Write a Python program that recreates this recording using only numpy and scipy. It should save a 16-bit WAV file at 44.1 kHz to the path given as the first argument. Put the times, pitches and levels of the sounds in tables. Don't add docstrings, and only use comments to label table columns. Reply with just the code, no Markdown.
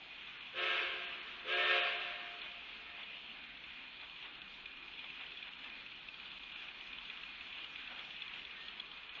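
import sys
import numpy as np
from scipy import signal
from scipy.fft import rfft, irfft
from scipy.io import wavfile
from scipy.ndimage import uniform_filter1d

SR = 44100
rng = np.random.default_rng(int(sys.argv[2]) if len(sys.argv) > 2 else 0)


def output_pcm(signal):
    pcm = np.clip(np.atleast_2d(signal).T, -1, 1) * 32767
    wavfile.write(sys.argv[1], SR, np.round(pcm).astype(np.int16))


def gain_from_db(level_db):
    decades = np.asarray(level_db, float) / 20
    return 10 ** decades


N = 405719
TIME = np.arange(N) / SR
FREQ = np.arange(N // 2 + 1) * SR / N


def level(x, db):
    return x * gain_from_db(db) / np.sqrt(np.mean(x ** 2))


def colour(x, points):
    hz, db = np.transpose(points)
    f = np.maximum(FREQ, 1)
    return irfft(rfft(x) * gain_from_db(np.interp(np.log(f), np.log(hz), db)), N)


def band(x, hz, width):
    return signal.lfilter(*signal.iirpeak(hz, hz / width, fs=SR), x)


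def walk(rate):
    k = int(SR / rate)
    held = np.repeat(rng.standard_normal(N // k + 1), k)
    return 1.313 * uniform_filter1d(uniform_filter1d(held, k), k)[:N]


# (frequency [Hz], density [dB per Hz])
YARD_SPECTRUM = [(12, -46), (20, -13), (42, -10.5), (66, -12), (95, -26.5), (125, -15), (250, -11.5),
                 (582, -19), (760, -14.5), (1460, -9), (1900, -9.5), (2530, -2), (3480, -5.5), (4180, -17)]
# (frequency [Hz], level [dB])
TREBLE_FALL = [(4180, -1.5), (4380, -10), (4480, -8), (4900, -13.5), (5500, -19.5), (6300, -22),
               (7000, -25), (7600, -54)]


def yard_noise():
    return colour(colour(rng.standard_normal(N), YARD_SPECTRUM), TREBLE_FALL)


# (time [s], level [dB])
STEAM_FLOW = [(0, -52.5), (1.2, -50.5), (3.3, -53.5), (4.8, -53.5), (5.2, -52), (6.1, -54), (6.6, -51),
              (8.35, -51), (9.2, -53.5)]


def hiss(swell_db=-0.12, flicker_db=1.82):
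    spectrum = rfft(yard_noise())
    octave = np.log2(np.maximum(FREQ, 1))
    s, db = np.transpose(STEAM_FLOW)
    flow = np.interp(TIME, s, db - np.mean(db)) + swell_db * walk(18)
    middle = signal.butter(4, (2000, 4000), "band", fs=SR, output="sos")
    scale = 1 / np.std(signal.sosfilt(middle, irfft(spectrum, N)))
    out = 0
    for centre in np.arange(4, 13.5, .5):
        overlap = np.clip(1 - 2 * np.abs(octave - centre), 0, 1)
        follows = np.clip((centre - 8) / 3, 0, 1)
        out = out + irfft(spectrum * overlap, N) * gain_from_db(flicker_db * walk(12) + follows * flow)
    return out * scale * gain_from_db(np.mean(db))


# (frequency [Hz], width [Hz], level [dB])
MACHINE_TONES = [(4290, 15, -75.5), (4180, 32, -77.5), (2454, 30, -62), (42, 22, -80)]


def whine():
    tones = 0
    for hz, width, db in MACHINE_TONES:
        narrow = band(band(rng.standard_normal(N), hz, width), hz, width)
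        tones = tones + level(narrow, db)
    return tones


# (time [s], level [dB], length [s])
JOINT_BLOWS = [(2.45, -50.5, .047), (3.003, -50, .044), (3.824, -53.5, .052), (4.034, -51.5, .03),
               (4.254, -50, .023), (5.053, -51, .023), (5.218, -53, .065), (5.478, -52, .022),
               (5.652, -50.5, .034), (6.81, -55.5, .022), (7.107, -54.5, .04), (7.588, -52.5, .042),
               (7.916, -48.5, .019), (7.999, -50, .058), (8.366, -53.5, .05), (9.187, -51, .056)]


def joints():
    rush = colour(rng.standard_normal(N), [(150, -33), (400, -11.5), (800, -3.0), (1500, -3.0),
                                           (2300, 3.5), (3500, 1.5), (5000, -36.5), (7400, -53.5)])
    swell = sum(gain_from_db(db) * np.exp(-((TIME - s) / length) ** 2) for s, db, length in JOINT_BLOWS)
    return swell * level(rush, 0)


# (time [s], speed [turns per s])
ENGINE_SPEED = [(2.4, 8.072), (3.2, 7.315), (3.9, 7.665), (4.4, 7.881), (4.75, 8.956), (5.4, 9.322),
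                (6.1, 8.891), (6.6, 7.899), (7.0, 8.301), (7.7, 8.63), (8.7, 8.681), (9.2, 8.307)]
# (time [s], peak at the turn [dB], peak at the half turn [dB])
KNOCK_LEVEL = [(0, -45, -43), (3.9, -46, -42), (4.9, -38.5, -42), (9.2, -39.5, -41.5)]
PART_RINGS = (2456, 2618, 2620, 2450, 2890)
# (time [s], peak [dB], ring [Hz])
HARD_KNOCKS = [(0.2698, -39, 2440), (2.4144, -37, 2440), (2.5147, -39, 2480), (3.7025, -41, 2450),
               (4.0108, -36, 2460), (4.4159, -38, 2630), (4.6563, -33, 2470), (4.8793, -38, 2440),
               (5.0414, -38, 2450), (5.3168, -36, 2620), (5.4246, -37, 2470), (5.8611, -37, 2620),
               (6.0846, -36, 2640), (6.1978, -37, 2450), (6.4333, -36, 3340), (6.5201, -39, 2840),
               (6.9287, -36, 2470), (6.983, -37, 3050), (7.0978, -36, 2470), (7.233, -36, 2640),
               (7.4076, -37, 2610), (7.6425, -35, 2880), (7.7568, -35, 2450), (7.9892, -34, 3350),
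               (8.2192, -34, 2600), (8.2776, -37, 3330), (8.4492, -37, 2530), (8.6812, -35, 2900),
               (8.7974, -32, 3330), (8.9136, -36, 3140)]


def strokes(chance, scatter_db=1.2, spread=0.013):
    turns = np.cumsum(np.interp(TIME, *np.transpose(ENGINE_SPEED))) / SR
    turns = turns - np.interp(4.656, TIME, turns)
    half = np.arange(np.ceil(2 * turns[0]), 2 * turns[-1])
    s = np.interp(half / 2, turns, TIME)
    chance = chance[:len(s)]
    at, turn_db, half_db = np.transpose(KNOCK_LEVEL)
    db = np.where(half % 2 == 0, np.interp(s, at, turn_db), np.interp(s, at, half_db))
    db = db + scatter_db * chance[:, 0]
    part = (1000 * chance[:, 1]).astype(int)
    hz = np.take(PART_RINGS, part, mode="wrap") * (1 + spread * chance[:, 2])
    free = np.abs(s[:, None] - np.transpose(HARD_KNOCKS)[0]).min(axis=1) > .016
    return np.concatenate([HARD_KNOCKS, np.transpose([s, db, hz])[free]])


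def ticks(upper_hz=(3450, 4100), crack_db=-6, gain_db=-6.5, upper_db=-4, masked_db=-47, scatter=.02):
    t = TIME[:int(.04 * SR)]
    crack = colour(yard_noise(), [(1500, -7.5), (2300, -.5), (4000, -1.5), (6000, -3.0)])
    crack = level(crack, crack_db)
    decay_s = .0016
    shape = (t / decay_s) ** 2 * np.exp(-t / decay_s) * 2
    rows = strokes(rng.standard_normal((200, 3)))
    out = np.zeros(N + len(t))
    for (s, db, hz), chance in zip(rows, rng.standard_normal((200, 5))):
        i = int(s * SR)
        blow = np.sqrt(max(gain_from_db(db) ** 2 - gain_from_db(masked_db) ** 2, 0)) * gain_from_db(gain_db)
        upper = 0
        for k, ring_hz in enumerate(upper_hz):
            ring = np.sin(2 * np.pi * ring_hz * (1 + scatter * chance[k]) * t)
            upper = upper + gain_from_db(2 * chance[k + 2] - 8 * k) * ring
        rings = np.sin(2 * np.pi * hz * t) + gain_from_db(upper_db + 2.5 * chance[4]) * upper
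        out[i:i + len(t)] += blow * shape * (rings + np.resize(crack[i:], len(t)))
    return out[:N]


# (time [s], frequency [Hz], level [dB])
FLANGE_SQUEAL = [
    (8.53, 1855, -80),
    (8.58, 1820, -52.5),
    (8.7, 1850, -59),
    (8.76, 1818, -85),
]


def squeal():
    s, hz, db = np.transpose(FLANGE_SQUEAL)
    phase = 2 * np.pi * np.cumsum(np.interp(TIME, s, hz) * (1 + 0.0069 * walk(50))) / SR
    return gain_from_db(np.interp(TIME, s, db, left=-120, right=-120)) * np.sin(phase)


# (frequency [Hz], width [Hz], level [dB])
HOUSING_RINGS = [(2429, 34, -10.5), (2650, 30, -12.5), (2880, 37, -16), (3390, 51, -15)]


def housing(x):
    return sum(band(x, hz, width) * gain_from_db(db + 2) for hz, width, db in HOUSING_RINGS)


def drift(x, spread_s, rate):
    return np.interp(TIME + spread_s * walk(rate), TIME, x)


# (first return [s], level [dB], 60 dB decay [s])
REFLECTORS = [
    (.015, 1, 1.3),
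    (.25, -9, 1.5),
    (.6, -17, 1.5),
    (1.11, -25.5, 3.4),
]


def yard_echo(x, patchy_db=2.5, dull_hz=3500, wet_db=-5):
    rise_s, length_s = .07, 2.0
    power = 0
    for s, db, t60 in REFLECTORS:
        rise = np.clip((TIME - s) / rise_s, 0, 1)
        power = power + (gain_from_db(db - 60 * (TIME - s) / t60) * rise) ** 2
    tail = rng.standard_normal(N) * np.sqrt(power) * gain_from_db(patchy_db * walk(30))
    tail = signal.lfilter(*signal.butter(1, dull_hz, fs=SR), tail)
    tail = tail / np.sqrt(np.sum(tail ** 2))
    return gain_from_db(wet_db) * signal.fftconvolve(x, tail[:int(length_s * SR)])[:N]


# (start [s], length [s], tone [dB], opening time [s], pitch drop while held [0-1])
WHISTLE_BLASTS = [
    (.528, .33, -46, .07, 0.01),
    (1.435, .41, -43.5, .105, .001),
]


def valve():
    shut_drop, close_s = .052, .085
    swell_db_per_s, steam_over_db = 6, 9.3
    tone_law, steam_law, pitch_law = 0.69, 1.0, 1.6
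    tone = steam = 0
    drop = np.full(N, shut_drop)
    for s, length, tone_db, open_s, held in WHISTLE_BLASTS:
        ramp = np.clip(np.minimum((TIME - s) / open_s, (s + length - TIME) / close_s), 0, 1)
        opening = ramp ** 2 * (3 - 2 * ramp)
        swell_db = swell_db_per_s * (TIME - s - length / 2) * opening
        tone = tone + gain_from_db(tone_db + swell_db) * opening ** tone_law
        steam = steam + gain_from_db(tone_db + steam_over_db + swell_db) * opening ** steam_law
        drop = drop - (shut_drop - held) * opening ** pitch_law
    return tone, steam, drop


# (frequency at full pressure [Hz], share of the pitch drop [ratio])
PIPES = [(365.2, .95), (437, .35), (545, 1.2), (601, 1.3), (703.5, 1.6)]
# (partial 1 [dB], partial 3 [dB], partial 5 [dB], lost at 2% drop [dB], sent to the slopes [dB])
PIPE_VOICING = [(-2.5, -10.5, -17.5, 4, -6), (-6, -5, -10.5, 1, -8.5), (-2.5, -1, -9, 0.5, -8),
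                (-3, -1.5, -9.5, 4.5, -5.5), (-.5, -13.5, -13.5, 14, 2)]
# (multiple [ratio], level [dB])
OTHER_PARTIALS = [(2, -30), (4, -15), (6, -8.5), (7, -5.5), (8, -19.5), (9, -17)]
# (frequency [Hz], density [dB per Hz])
STEAM_JET = [(250, -47), (400, -20), (760, -13.5), (850, -25), (1000, -11), (1300, -7), (1800, -6.5),
             (1950, -8.5), (2400, 1), (3000, -1.5), (3650, -6), (4200, -19), (4800, -26), (6240, -37),
             (7400, -49)]
# (frequency [Hz], level [dB])
AIR_LOSS = [(900, -0.5), (3000, -1), (3700, -8.5), (4200, -21.5), (5000, -37.5), (7000, -45.5)]


def whistle(wobble=0.0021, flutter_db=2.5, breathy=.17, scatter_db=3.0, steam_db=-3, overtone_db=-3.5):
    tone_gain, top_gain, drop = valve()
    low = sent = high = 0
    for (hz, share), (first_db, third_db, fifth_db, lost_db, sent_db) in zip(PIPES, PIPE_VOICING):
        phase = 2 * np.pi * np.cumsum(hz * (1 - share * drop + wobble * walk(60))) / SR
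        weak_db = -lost_db * np.minimum(drop / .02, 1.5)
        rough = breathy * (1 + 40 * drop)
        gain = gain_from_db(first_db + weak_db + flutter_db * walk(18))
        note = (1 + rough * walk(90)) * np.sin(phase) + rough * walk(90) * np.cos(phase)
        tone = gain * note
        low = low + tone
        sent = sent + gain_from_db(sent_db + scatter_db * walk(22.96)) * tone
        for k, db in [(3, third_db), (5, fifth_db)] + list(OTHER_PARTIALS):
            gain = gain_from_db(db + weak_db / 2 + 1.3 * flutter_db * walk(40))
            high = high + gain * np.sin(k * phase + k)
    jet = colour(rng.standard_normal(N), STEAM_JET) * gain_from_db(1.6 * walk(80))
    jet = top_gain * level(jet, steam_db)
    high = top_gain * level(colour(high, AIR_LOSS), overtone_db)
    straight = tone_gain * low + high + jet
    to_slopes = tone_gain * gain_from_db(-2.2) * sent + gain_from_db(-5.0) * high + gain_from_db(2.0) * jet
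    return straight, to_slopes


def scene():
    blown, sent = whistle()
    far = blown + drift(yard_echo(drift(sent, .00012, 22)), .00018, 14)
    near = hiss() + ticks() + joints() + squeal() + whine()
    return (far + near + housing(near))[None]


# (time [s], level [dB])
TREBLE_DIPS = [
    (.39, -9),
    (.6, -7.5),
    (1.07, -11),
    (1.21, -9),
    (1.55, -8),
    (1.655, -8),
    (1.819, -13.5),
    (1.98, -8),
    (2.42, -8),
    (9.1, -14),
]


def thin_treble(x, dip_s=0.015, hole_db=-7, often=1.5, patch_db=2.2, edge_db=-16):
    spectrum, out = rfft(x), x
    dip_db = sum(db * np.exp(-((TIME - s) / dip_s) ** 4) for s, db in TREBLE_DIPS)
    dip_db = dip_db + hole_db * np.clip(2 * (walk(45) - often), 0, 1) * (TIME > 2.8)
    edges_hz = (4400, 4800, 5200, 5900, 6300, 6700, 7000, 7200, 7500)
    for lo, hi in zip(edges_hz[:-1], edges_hz[1:]):
        ragged = np.clip(2 * walk(30) + (lo - 7200) / 300, 0, 1)
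        gain = gain_from_db(patch_db * walk(40) + dip_db + edge_db * ragged)
        out = out + (gain - 1) * irfft(spectrum * ((FREQ > lo) & (FREQ <= hi)), N)
    return out


def low_pass(x):
    return signal.sosfilt(signal.butter(12, 7400, fs=SR, output="sos"), x)


# (start [s], end [s])
SKIP = (6.388, 6.393)


def record(dry):
    start, end = SKIP
    gap = np.interp(TIME, [start, start + .00005, end, end + 0.0023], [0.91, .08, 0.24, 0.91])
    return low_pass(thin_treble(dry) * gap)


dry = scene()
out = record(dry)
output_pcm(out)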